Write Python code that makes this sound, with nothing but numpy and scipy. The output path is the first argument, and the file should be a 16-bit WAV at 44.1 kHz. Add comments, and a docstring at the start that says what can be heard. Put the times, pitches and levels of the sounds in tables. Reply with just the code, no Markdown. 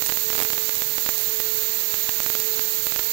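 """A small end mill sweeps to and fro in a metal pocket: its spindle hums and swells once per pass as
the cutter bites. An air nozzle hisses at the cut, as coloured noise with narrow whistling resonances.
Dry crackle like static, probably electrical, sits on top as very short pulses, with a few dull knocks.
Nearly all is in the right channel; the left holds only a faint mains buzz, soft noise and
a trace of the machine. The recorder cuts the top steeply."""
import sys
import numpy as np
from scipy import signal
from scipy.fft import rfft, irfft
from scipy.io import wavfile
from scipy.ndimage import uniform_filter1d

SR = 44100
rng = np.random.default_rng(int(sys.argv[2]) if len(sys.argv) > 2 else 0)


def to_wav(sig):
    """Store sig (one row per channel, or 1-D mono) as 16-bit WAV at the path in sys.argv[1].

    Samples outside -1..1 are clipped; the rate is SR.
    """
    pcm = np.clip(np.atleast_2d(sig), -1, 1) * 32767
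    pcm = np.round(pcm).astype(np.int16)
    wavfile.write(sys.argv[1], SR, pcm.T)  # frames by channels


N = 137592  # length in samples

# Noise floor of the left channel. Each row: frequency in Hz, level in dB per Hz.
LEFT_NOISE = [(20, -86), (70, -90), (150, -91), (500, -99), (1500, -101), (5000, -102), (11000, -108),
              (15500, -108)]
# Mains buzz on the left. Each row: multiple of the fundamental, RMS level in dB.
BUZZ_PARTIALS = [(1, -66.5), (2, -74), (3, -94), (4, -73), (5, -84), (6, -75), (7, -80), (8, -87), (9, -89),
                 (10, -80)]
# Soft low knocks of the machine. Each row: start in seconds, level in dB before the decay.
KNOCKS = [(0.267, -32), (0.77, -32), (0.858, -36), (1.278, -35), (1.575, -36), (1.698, -39)]
# Full-bodied pops of the crackle. Each row: time in seconds, signed relative height.
POPS = [(.0228, 0.66), (.0932, 0.69), (.0993, 0.64), (.1231, -0.7), (.1729, -0.55), (.3026, 0.62),
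        (.3305, 0.56), (.3527, -0.64), (.38, 0.63), (.392, 0.65), (.4021, 0.69), (.4028, -0.59),
        (.4143, 0.66), (.4229, 0.56), (.4249, -0.52), (.4505, 0.59), (.5034, 0.65), (.5328, 0.64),
        (.5801, -0.59), (.6939, -0.62), (.821, 0.7), (.9825, -0.6), (1.0631, -0.62), (1.091, -.8),
        (1.0911, -0.37), (1.4018, -0.6), (1.942, -0.63), (2.0923, -0.57), (2.0934, -0.65), (2.2032, 0.71),
        (2.2633, 0.68), (2.3016, -0.59), (2.3518, -0.52), (2.3529, 0.61), (2.5944, -0.67), (2.8692, 0.63),
        (2.9229, 0.56), (2.9616, 0.71), (2.992, 0.55), (2.9942, 0.63)]
# Thin ticks that swing straight back. Each row: time in seconds, signed relative height.
TICKS = [(.0234, -0.34), (.0627, -0.93), (.0638, -.88), (.0708, -.75), (.3633, 0.74), (.4024, 0.51),
         (.4331, 0.99), (.7537, -0.84), (1.1806, -.7), (1.2128, -0.64), (2.2335, 0.7), (2.4011, -1.03),
         (2.402, 0.35)]
# Body of the air jet. 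Each row: frequency in Hz, level in dB per Hz.
JET_BODY = [(20, -94), (55, -82), (100, -72), (260, -74), (1100, -74), (2000, -70.5), (3200, -71.5),
            (3900, -66), (4550, -64), (4950, -72), (5500, -69), (6500, -65), (7500, -64), (7800, -71),
            (8700, -78), (11400, -76)]
# Shrill top of the air jet. Each row: frequency in Hz, level in dB per Hz.
JET_TOP = [(11500, -76.5), (11700, -65.5), (12750, -65), (13050, -58.5), (14000, -57.8), (14800, -56.8),
           (15700, -57.8)]
# Whistling resonances of the jet on the cutter. Each row: centre in Hz, width in Hz, lift in dB.
WHISTLES = [(6810, 70, 6), (7090, 80, 3), (7340, 70, 2.5), (13206, 110, 5), (13380, 90, 3.5),
            (13940, 70, 2), (14303, 70, 5.5), (14513, 85, 4), (15561, 80, 3), (15715, 50, 3.5)]

MAINS_HZ = 99.5  # fundamental of the buzz
KNOCK_HZ, KNOCK_DECAY_S = 137, 0.0085
POP_DB, POP_DECAY_S = 2.5, .000055
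TICK_DB, TICK_HZ, TICK_DECAY_S = 1.5, 8800, .000065
FIZZ_PER_S, FIZZ_DB = 70, -19
DRIFT_DB, DRIFT_HZ = .15, 4  # spread and rate of the drift in jet level
SPINDLE_HZ, OCTAVE_DB = 436.5, -55
HUM_DB, BITE_DB, WAVER_DB = -41.3, 6.2, .9  # hum at no load, lift at full load, spread of the waver
FIRST_BITE_S, PASS_S = .225, 1.053  # the cutter bites once per pass
ATTACK_S, HOLD_S, RELEASE_S = .035, .3, .16
LEAK_DB, LEFT_JET_DB = -37.5, -37.5  # hum and hiss on the left, relative to the right
TOP_HZ = 15800


def undb(db):
    """Decibels to gain."""
    return 10 ** (np.asarray(db) / 20)


def walk(rate):
    """Slow random wander with a spread of 1, from random steps (rate per second) smoothed twice."""
    step = int(SR / rate)
    stairs = np.repeat(rng.standard_normal(N)[:N // step + 1], step)
    smooth = uniform_filter1d(uniform_filter1d(stairs, step), step)[:N]
    return (smooth - smooth.mean()) / smooth.std()


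def noise(points, peaks=()):
    """Noise with a broad colour, in dB per Hz, and narrow resonances."""
    freq = np.maximum(np.fft.rfftfreq(N, 1 / SR), 1)
    hz, db = np.array(sorted(points)).T
    colour = np.interp(np.log(freq), np.log(hz), db)
    for centre, width, lift in peaks:
        colour = colour + lift / (1 + (2 * (freq - centre) / width) ** 2)
    white = rfft(rng.standard_normal(N))
    return irfft(white * undb(colour), N) * np.sqrt(SR / 2)  # sqrt makes the levels per Hz


def spikes(table, decay_s, ring_hz=0):
    """Sudden jumps that die within a fraction of a millisecond."""
    jumps = np.zeros(N)
    for start, height in table:
        jumps[int(np.clip(round(start * SR), 0, N - 1))] += height
    age = np.arange(64) / SR
    pulse = np.exp(-age / decay_s) * np.cos(2 * np.pi * ring_hz * age)
    return np.convolve(jumps, pulse)[:N]


def line_noise(t):
    """Faint mains buzz, a sum of harmonics, over a soft noise floor."""
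    buzz = 0
    for multiple, db in BUZZ_PARTIALS:
        buzz = buzz + undb(db) * np.sin(2 * np.pi * (multiple * MAINS_HZ * t + rng.random()))
    return np.sqrt(2) * buzz + noise(LEFT_NOISE)


def knocks(t):
    """Dull thumps: a low sine, heavily damped."""
    thumps = np.zeros(N)
    for start, db in KNOCKS:
        age = np.maximum(t - start, 0)
        thumps += undb(db) * np.exp(-age / KNOCK_DECAY_S) * np.sin(2 * np.pi * KNOCK_HZ * age)
    return thumps


def crackle():
    """Dry pops and ticks, short pulses with no room around them, and a random fizz of tiny ticks."""
    when, size = rng.random(N), rng.standard_normal(N)
    fizz_table = [(i / SR, size[i]) for i in np.flatnonzero(when < FIZZ_PER_S / SR)]
    pops = undb(POP_DB) * spikes(POPS, POP_DECAY_S)
    ticks = undb(TICK_DB) * spikes(TICKS, TICK_DECAY_S, TICK_HZ)
    fizz = undb(FIZZ_DB) * spikes(fizz_table, TICK_DECAY_S, TICK_HZ)
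    return pops + ticks + fizz


def air_jet():
    """A steady, very bright hiss: turbulence as coloured noise whose level drifts slightly."""
    return noise(JET_BODY + JET_TOP, WHISTLES) * undb(DRIFT_DB * walk(DRIFT_HZ))


def spindle(t):
    """One tone and its faint octave; the tone swells each time the cutter bites."""
    corners = np.cumsum([0, ATTACK_S, HOLD_S, RELEASE_S])
    load = np.interp((t - FIRST_BITE_S) % PASS_S, corners, [0.14, 1, 0.8, 0.16])
    speed = SPINDLE_HZ * (1 + 0.00033 * walk(7.5))  # pitch wanders very slightly
    phase = 2 * np.pi * np.cumsum(speed) / SR
    tone = undb(HUM_DB + BITE_DB * load + WAVER_DB * walk(21.7)) * np.sin(phase)
    octave = undb(OCTAVE_DB + 0.84 * walk(12.72)) * np.sin(2 * phase)
    return np.sqrt(2) * (tone + octave)  # sqrt(2): levels are RMS


def scene():
    """Machine and crackle on the right; a trace of hum and hiss joins the buzz on the left."""
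    t = np.arange(N) / SR
    hum = spindle(t)
    left = line_noise(t) + undb(LEAK_DB) * hum + undb(LEFT_JET_DB) * air_jet()
    right = air_jet() + hum + knocks(t) + crackle()  # its hiss is independent of the left
    return np.array([left, right])


def record(dry):
    """The recorder cuts the top steeply: a linear-phase low-pass on both channels."""
    lowpass = signal.firwin(801, TOP_HZ, fs=SR, window="blackman")
    return signal.fftconvolve(dry, lowpass[None], mode="same", axes=1)


dry = scene()
out = record(dry)
to_wav(out)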